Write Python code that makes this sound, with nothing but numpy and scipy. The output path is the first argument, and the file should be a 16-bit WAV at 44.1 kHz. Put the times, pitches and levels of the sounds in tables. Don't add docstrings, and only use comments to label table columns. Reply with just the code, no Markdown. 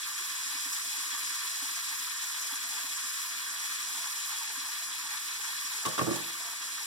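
import sys
import numpy as np
from scipy import signal
from scipy.fft import rfft, irfft
from scipy.io import wavfile

SR = 44100
rng = np.random.default_rng(int(sys.argv[2]) if len(sys.argv) > 2 else 0)


def log_audio(samples):
    frames = np.atleast_2d(samples).T
    limited = np.clip(frames, -1, 1)
    pcm = np.round(limited * 32767).astype(np.int16)
    wavfile.write(sys.argv[1], SR, pcm)


N = 302516

MIC_LAG_S = 20 / 44100
CONTACT_S = 0.00097


def from_db(db):
    return 10 ** (np.asarray(db) / 20)


def pan(left_over_right_db):
    return from_db([[left_over_right_db / 2], [-left_over_right_db / 2]])


def rms_one(x):
    return x / np.sqrt(np.mean(np.atleast_2d(x).mean(0) ** 2) + 1e-20)


def at_hz(points, hz):
    points = np.array(points)
    return np.interp(np.log(hz + 1), np.log(points[:, 0]), points[:, 1])


def drift(corner_hz):
    step = 40
    r = np.exp(-2 * np.pi * corner_hz * step / SR)
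    noise = rng.standard_normal(N // step + 2002)
    slow = signal.lfilter([1], [1, -2 * r, r * r], noise)[2000:]
    return np.interp(np.arange(N) / step, np.arange(len(slow)), rms_one(slow))


def colour(x, spectrum):
    size = 4096
    level_db = at_hz(spectrum, np.fft.rfftfreq(size, 1 / SR))
    cepstrum = irfft(np.log(from_db(level_db)))
    fold = np.r_[1, np.full(size // 2 - 1, 2), 1, np.zeros(size // 2 - 1)]
    response = irfft(np.exp(rfft(cepstrum * fold)))
    return signal.oaconvolve(x, response[None], axes=1)[:, :x.shape[1]]


def diffuse(size):
    # f/Hz, correlation
    likeness = [(100, 0.28), (220, 0.034), (320, 0.51), (450, -0.34), (700, 0.63), (1100, -0.3),
                (1600, 0.59), (2300, -0.88), (3300, 0.59), (5000, -0.084), (15000, 0.16)]
    mid, side = rfft(rng.standard_normal((2, size)))
    alike = np.clip(at_hz(likeness, np.fft.rfftfreq(size, 1 / SR)), -1, 1)
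    common = np.sqrt(1 + alike) * mid
    opposite = np.sqrt(1 - alike) * side * [[1], [-1]]
    return irfft((common + opposite) / np.sqrt(2), size)


def scatter(t60_s):
    t = np.arange(SR // 2) / SR
    decay = from_db(-60 * t / t60_s)
    return diffuse(len(t)) * decay / np.linalg.norm(decay)


def through(x, response):
    return signal.fftconvolve(np.atleast_2d(x), response, axes=1)[:, :N]


def strikes(times_s, levels_db):
    clicks = np.zeros(N)
    clicks[np.round(times_s * SR).astype(int)] = from_db(levels_db)
    return clicks


def resonate(x, peaks):
    for hz, width_hz, boost_db in peaks:
        w = 2 * np.pi * hz / SR
        a = np.pi * width_hz / SR * np.sinc(2 * hz / SR)
        g = from_db(boost_db)
        x = signal.lfilter([1 + a * g, -2 * np.cos(w), 1 - a * g], [1 + a, -2 * np.cos(w), 1 - a], x)
    return x


def rumble(level_db=-71.5, waver_db=1.8, flutter_db=2.0, pan_db=-4.0):
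    # f/Hz, relative level/dB
    rumble_colour = [(25, -20), (60, -23), (90, -11), (118, -2.5), (155, 2), (195, -3), (280, 9.5),
                     (350, 4), (410, 1.5), (510, -12.5), (900, -43)]
    floor = rms_one(colour(diffuse(N), rumble_colour))
    wander_db = level_db + waver_db * drift(3.1) + flutter_db * drift(22)
    return floor * from_db(wander_db) * pan(pan_db)


def ring(times_s, levels_db, modes, detune):
    # f/Hz, phase/rad
    left_late = [(130, 1.2), (230, 1.8), (340, 1.9), (450, 1.3), (600, 1.0), (1100, 1.1)]
    uneven_db = 1.5
    out, t = np.zeros((2, N)), np.arange(SR // 3) / SR
    hz, mode_db, t60_s, pan_db = np.transpose(modes)[:, :, None]
    left = from_db(pan_db / 2) * np.exp(-1j * at_hz(left_late, hz))
    sides = np.hstack([left, from_db(-pan_db / 2)]).T
    decay = from_db(mode_db - 60 * t / t60_s)
    envelope = decay * (1 - np.exp(-(t / (CONTACT_S + .5 / hz)) ** 2))
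    for s, level_db in zip(times_s, levels_db):
        start = round(s * SR)
        strength, shift = rng.standard_normal((2, len(modes)))
        tones = envelope * np.exp(2j * np.pi * hz * (1 + detune * shift[:, None]) * t)
        gains = sides * from_db(level_db + uneven_db * strength)
        out[:, start:start + len(t)] += np.imag(gains @ tones)
    return out


def handle(counter_db=-2, knock_db=-1, knock_pan_db=-7, rattle_db=-11, rattle_t60_s=0.051):
    # t/s, boom/dB, body/dB, hard knock/dB
    thuds = [(5.853, -49, -36, -32), (5.861, -32, -27, -36), (5.87, -55, -45, -24.5),
             (5.98, -52, -32, -24.5), (5.99, -30, -27.5, -24), (6.0124, -22.5, -23.5, -20.5),
             (6.067, -22, -30, -26.5), (6.076, -30, -24, -24.5), (6.085, -31, -36, -28.5),
             (6.111, -30, -19.5, -28), (6.134, -40, -31, -34), (6.16, -44, -34, -33.5),
             (6.189, -44, -50, -45)]
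    thud_hz = (150, 330, 500)
    # f/Hz, relative level/dB, t60/s, left over right/dB
    counter = [(131, -3, 0.13, -9), (165.5, -8.5, 0.25, -7), (214.4, -11.5, 0.26, -10), (306, -8, 0.1, -9),
               (312.4, -13, 0.22, -6), (334, 0, 0.14, -3.5), (406, -9.5, 0.082, -13),
               (456, -7, 0.092, -10.5), (516, -14.5, 0.21, 9), (559, -10, 0.17, 3.5), (627, -18.5, 0.3, -3),
               (690, -24, 0.1, -7), (757, -12, 0.056, -3), (930, -15, 0.056, 2)]
    # f/Hz, relative level/dB
    knock_colour = [(25, -24), (65, -44), (95, -32), (130, -4), (260, -1), (480, 6), (700, 7.5), (900, 3),
                    (1450, 1.5), (2200, -27), (3500, -26), (8000, -54)]
    times_s, *_, hard_db = np.transpose(thuds)
    mode_hz = np.array(counter)[:, 0]
    drive_db = [at_hz(list(zip(thud_hz, levels_db)), mode_hz) + counter_db for _, *levels_db in thuds]
    rattle = from_db(rattle_db) * scatter(rattle_t60_s)
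    pulse = colour(signal.unit_impulse(rattle.shape[1]) + rattle, knock_colour)
    knock = through(strikes(times_s, hard_db + knock_db), pulse / np.abs(pulse).max())
    boom = ring(times_s, drive_db, counter, detune=0.0048)
    return boom + knock * pan(knock_pan_db)


def skids(times_s, levels_db):
    force, t = np.zeros(N), np.arange(1, SR // 20) / SR
    for s, level_db in zip(times_s, levels_db):
        chatter = rng.standard_normal(len(t)) * t * np.exp(-t / CONTACT_S)
        start = round(s * SR)
        force[start:start + len(t)] += from_db(level_db) * chatter / np.linalg.norm(chatter)
    return force


def blade(clank_db=-10.5, tick_db=8):
    # t/s, clank/dB, edge tick/dB
    clanks = [(5.851, -31, -15), (5.858, -27.5, -26), (5.862, -30, -23), (5.873, -31, -28),
              (5.978, -28, -18), (5.983, -37, -20.5), (5.991, -22, -16), (6.012, -24, -23),
              (6.066, -44, -26), (6.089, -31.5, -40), (6.11, -42, -36), (6.128, -35, -36),
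              (6.187, -47, -41)]
    # f/Hz, relative level/dB, t60/s, left over right/dB
    blade_modes = [(816, -4.5, 0.097, 3), (1090, -7, 0.04, -8), (1125, 6.5, 0.074, -12),
                   (1147, 3.5, 0.079, 16), (1220, -14, 0.031, 1), (1360, 4, 0.033, 0), (1490, 2, 0.034, -2),
                   (1740, -8, 0.065, -7), (2750, -19, 0.024, 3)]
    # f/Hz, relative level/dB
    tick_colour = [(40, -38), (130, -24), (400, 4), (1200, 6), (2000, 9), (3200, 9), (6000, -10),
                   (11000, -13), (16000, -21)]
    times_s, clank_levels_db, tick_levels_db = np.transpose(clanks)
    clank = ring(times_s, clank_levels_db + clank_db, blade_modes, detune=0.02)
    force = skids(times_s, tick_levels_db + tick_db)
    return clank + through(force, colour(scatter(0.037), tick_colour))


def scrapes():
    # t/s, level/dB, swell/s
    slides = [(5.856, -34, 0.0049), (5.88, -40, 0.008), (6.153, -37, 0.0083)]
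    # f/Hz, relative level/dB
    scrape_colour = [(1500, -32), (3000, -3), (5200, 1), (9000, 1), (16000, -15)]
    stroke = 0
    for s, level_db, swell_s in slides:
        age = np.maximum(np.arange(N) / SR - s, 0) / swell_s
        stroke = stroke + from_db(level_db) * (age * np.exp(1 - age)) ** 2
    return stroke * rms_one(colour(diffuse(N), scrape_colour))


def spatula(handle_room_db=-8, steel_room_db=-9, room_t60_s=0.46):
    wood = handle()
    steel = blade() + scrapes()
    send = from_db(handle_room_db) * wood + from_db(steel_room_db) * steel
    return wood + steel + through(send, scatter(room_t60_s))


def plops(swell_s=0.0079, glide_per_s=0.85, rough=0.58, room_db=-4, room_t60_s=0.19):
    # t/s, peak before roughness/dB, starting f/Hz
    blips = [(0.197, -56, 385), (0.654, -52, 283), (1.124, -55, 294), (1.434, -60, 404), (1.618, -57, 282),
             (2.522, -56, 280), (2.644, -62, 280), (2.775, -63.5, 413), (2.835, -58, 278),
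             (4.571, -50.5, 270), (5.389, -61, 438)]
    out, t = np.zeros(N), np.arange(SR // 5) / SR
    swell = (t / swell_s * np.exp(1 - t / swell_s)) ** 2
    for s, level_db, hz in blips:
        start = round(s * SR)
        tone = np.sin(2 * np.pi * hz * t * (1 - glide_per_s * t))
        out[start:start + len(t)] += from_db(level_db) * swell * tone
    out = out * (1 + rough * drift(43))
    direct = np.array([out, np.roll(out, round(MIC_LAG_S * SR))])
    return direct + from_db(room_db) * through(out, scatter(room_t60_s))


def griddle_path(near_t60_s, room_db, room_t60_s=0.076):
    # f/Hz, relative level/dB
    burst_colour = [(400, -32.5), (560, -18), (700, -14), (830, -17), (1000, 0.5), (1450, -2.5),
                    (2200, -4.5), (3000, -9), (4300, -3), (5700, -1.5), (8000, -2), (10500, 6),
                    (13000, 1.5), (15500, -4)]
    # f/Hz, width/Hz, boost/dB
    in_phase = [(1140, 75, 5), (1570, 100, 4), (1779, 100, 10), (2120, 140, -9), (2350, 200, 3),
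                (2557, 110, 4.5), (2750, 160, 2), (3056, 100, 6.5), (3250, 90, 2.5), (3378, 100, 7),
                (3600, 130, -4), (3750, 70, 2), (4050, 150, -2), (4400, 250, -5), (4965, 85, 4),
                (5450, 80, 1.5), (5652, 75, 3.5), (6120, 170, 4), (6520, 220, -3), (6900, 250, 2),
                (7402, 100, 2), (7630, 90, 1.5), (7895, 200, 4), (8650, 400, -3), (10297, 100, 1.2),
                (10700, 300, 3)]
    # f/Hz, width/Hz, boost/dB
    opposed = [(1250, 350, 3.5), (1795, 110, 12), (2370, 200, 4.5), (3150, 200, -3), (3510, 100, 4),
               (3940, 100, 2), (4110, 120, 4), (6250, 150, 4), (8150, 250, 4), (8900, 500, -2),
               (12300, 700, 3)]
    # f/Hz, level/dB
    widening = [(1000, -2), (2500, -17), (5500, -7.5), (13000, -12)]
    reflections = scatter(near_t60_s) + from_db(room_db) * scatter(room_t60_s)
    left, right = colour(reflections, burst_colour)
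    mid = resonate(left + right, in_phase)
    side = resonate(left - right, opposed)
    pair = rfft(np.array([mid + side, mid - side]) / 2)
    hz = np.fft.rfftfreq(len(mid), 1 / SR)
    crossfeed = from_db(at_hz(widening, hz)) * np.exp(-2j * np.pi * hz * MIC_LAG_S)
    return irfft(pair - crossfeed * pair[::-1], len(mid))


def spits(dull_hz=9000):
    # t/s, peak/dB
    drops = [(0.3955, -27), (0.478, -24), (1.348, -34), (1.41, -33), (1.7147, -28), (2.3, -25),
             (3.045, -32), (3.3667, -30), (3.839, -27), (4.9172, -30), (5.453, -29)]
    dulling = signal.butter(2, dull_hz, fs=SR, output="sos")
    path = signal.sosfilt(dulling, griddle_path(near_t60_s=0.0038, room_db=2.5))
    return through(strikes(*np.transpose(drops)), path / np.abs(path).max())


def frying(band_hz, per_s, spurt_db, spurt_hz, size_db, count):
    out, band = 0, signal.butter(4, band_hz, "band", fs=SR, output="sos")
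    for _ in range(count):
        sizes = from_db(size_db * np.minimum(rng.exponential(1, N), 5)) * rng.choice([-1, 1], N)
        happens = rng.random(N) < per_s / SR
        bursts = sizes * happens * from_db(spurt_db * np.tanh(drift(spurt_hz)))
        path = signal.sosfilt(band, griddle_path(near_t60_s=0.0053, room_db=-1.0))[:, :SR // 5]
        running = np.pad(bursts, (path.shape[1] - 1, 0), "wrap")
        out = out + signal.oaconvolve(running[None], path, "valid", axes=1)
    return rms_one(out)


def gurgle(follows=1.07):
    # f/Hz, level/dB
    bands = [(430, -81), (620, -81), (730, -70.5), (830, -61)]
    # t/s, level/dB
    gurgle_level = [(0.08, -72), (0.51, -62), (0.83, -67), (0.97, -58), (1.16, -68), (1.25, -60),
                    (1.39, -65), (1.59, -56.5), (1.86, -65.5), (1.95, -63.5), (2.17, -71), (2.46, -56),
                    (2.56, -65), (2.74, -56), (2.99, -68), (3.07, -63.5), (3.22, -71), (3.35, -64),
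                    (3.46, -73), (3.64, -61), (3.79, -64), (4.03, -56), (4.15, -70.5), (4.33, -57.5),
                    (4.41, -64), (4.51, -57.5), (4.59, -62.5), (4.69, -59.5), (5.01, -65), (5.12, -59),
                    (5.24, -66.5), (5.46, -58), (5.56, -67), (5.7, -59.5)]
    uneven_db = np.interp(np.arange(N) / SR, *np.transpose(gurgle_level))
    edges = np.array([2 ** (-1 / 8), 2 ** (1 / 8)])
    bubbles = 0
    for hz, level_db in bands:
        boil = frying(hz * edges, per_s=170, spurt_db=9.5, spurt_hz=8.9, size_db=3, count=1)
        bubbles = bubbles + from_db(level_db) * boil
    return bubbles * from_db(follows * (uneven_db - uneven_db.mean()))


def sizzle():
    # t/s, level about the usual fizz/dB
    vigour = [(0, -1), (0.35, -0.1), (0.75, 1), (1.05, 0.2), (1.45, 0.5), (2.05, 0), (2.3, -0.2),
              (3.25, -0.3), (3.5, -2), (3.72, 0.3), (4.15, -0.5), (4.4, -1), (4.95, -2), (5.35, -1.3),
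              (5.7, -0.5), (6.15, -1.2), (6.55, -3), (6.85, -2)]
    vigour_db = np.interp(np.arange(N) / SR, *np.transpose(vigour))
    low, middle = from_db(-46.5 + 0.092 * vigour_db), from_db(-44 + 0.59 * vigour_db)
    high, top = from_db(-40 + vigour_db), from_db(-45.5 + 1.16 * vigour_db)
    bubbling = low * frying((900, 2100), per_s=560, spurt_db=5.0, spurt_hz=13.7, size_db=2.0, count=6)
    crackle = middle * frying((2100, 4600), per_s=1600, spurt_db=4.5, spurt_hz=23.6, size_db=1.0, count=6)
    fizz = high * frying((4600, 9000), per_s=1800, spurt_db=4.0, spurt_hz=31, size_db=2.0, count=5)
    finest = top * frying((9000, 19000), per_s=2400, spurt_db=4.0, spurt_hz=16, size_db=0.8, count=4)
    return gurgle() + bubbling + crackle + fizz + finest


def scene(griddle_pan_db=0.1):
    griddle = (sizzle() + spits()) * pan(griddle_pan_db)
    return griddle + plops() + spatula() + rumble()


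def record(dry):
    thin = signal.sosfilt(signal.butter(2, 85, "high", fs=SR, output="sos"), dry)
    return signal.sosfilt(signal.ellip(12, .2, 80, 15850, fs=SR, output="sos"), thin)


dry = scene()
out = record(dry)
log_audio(out)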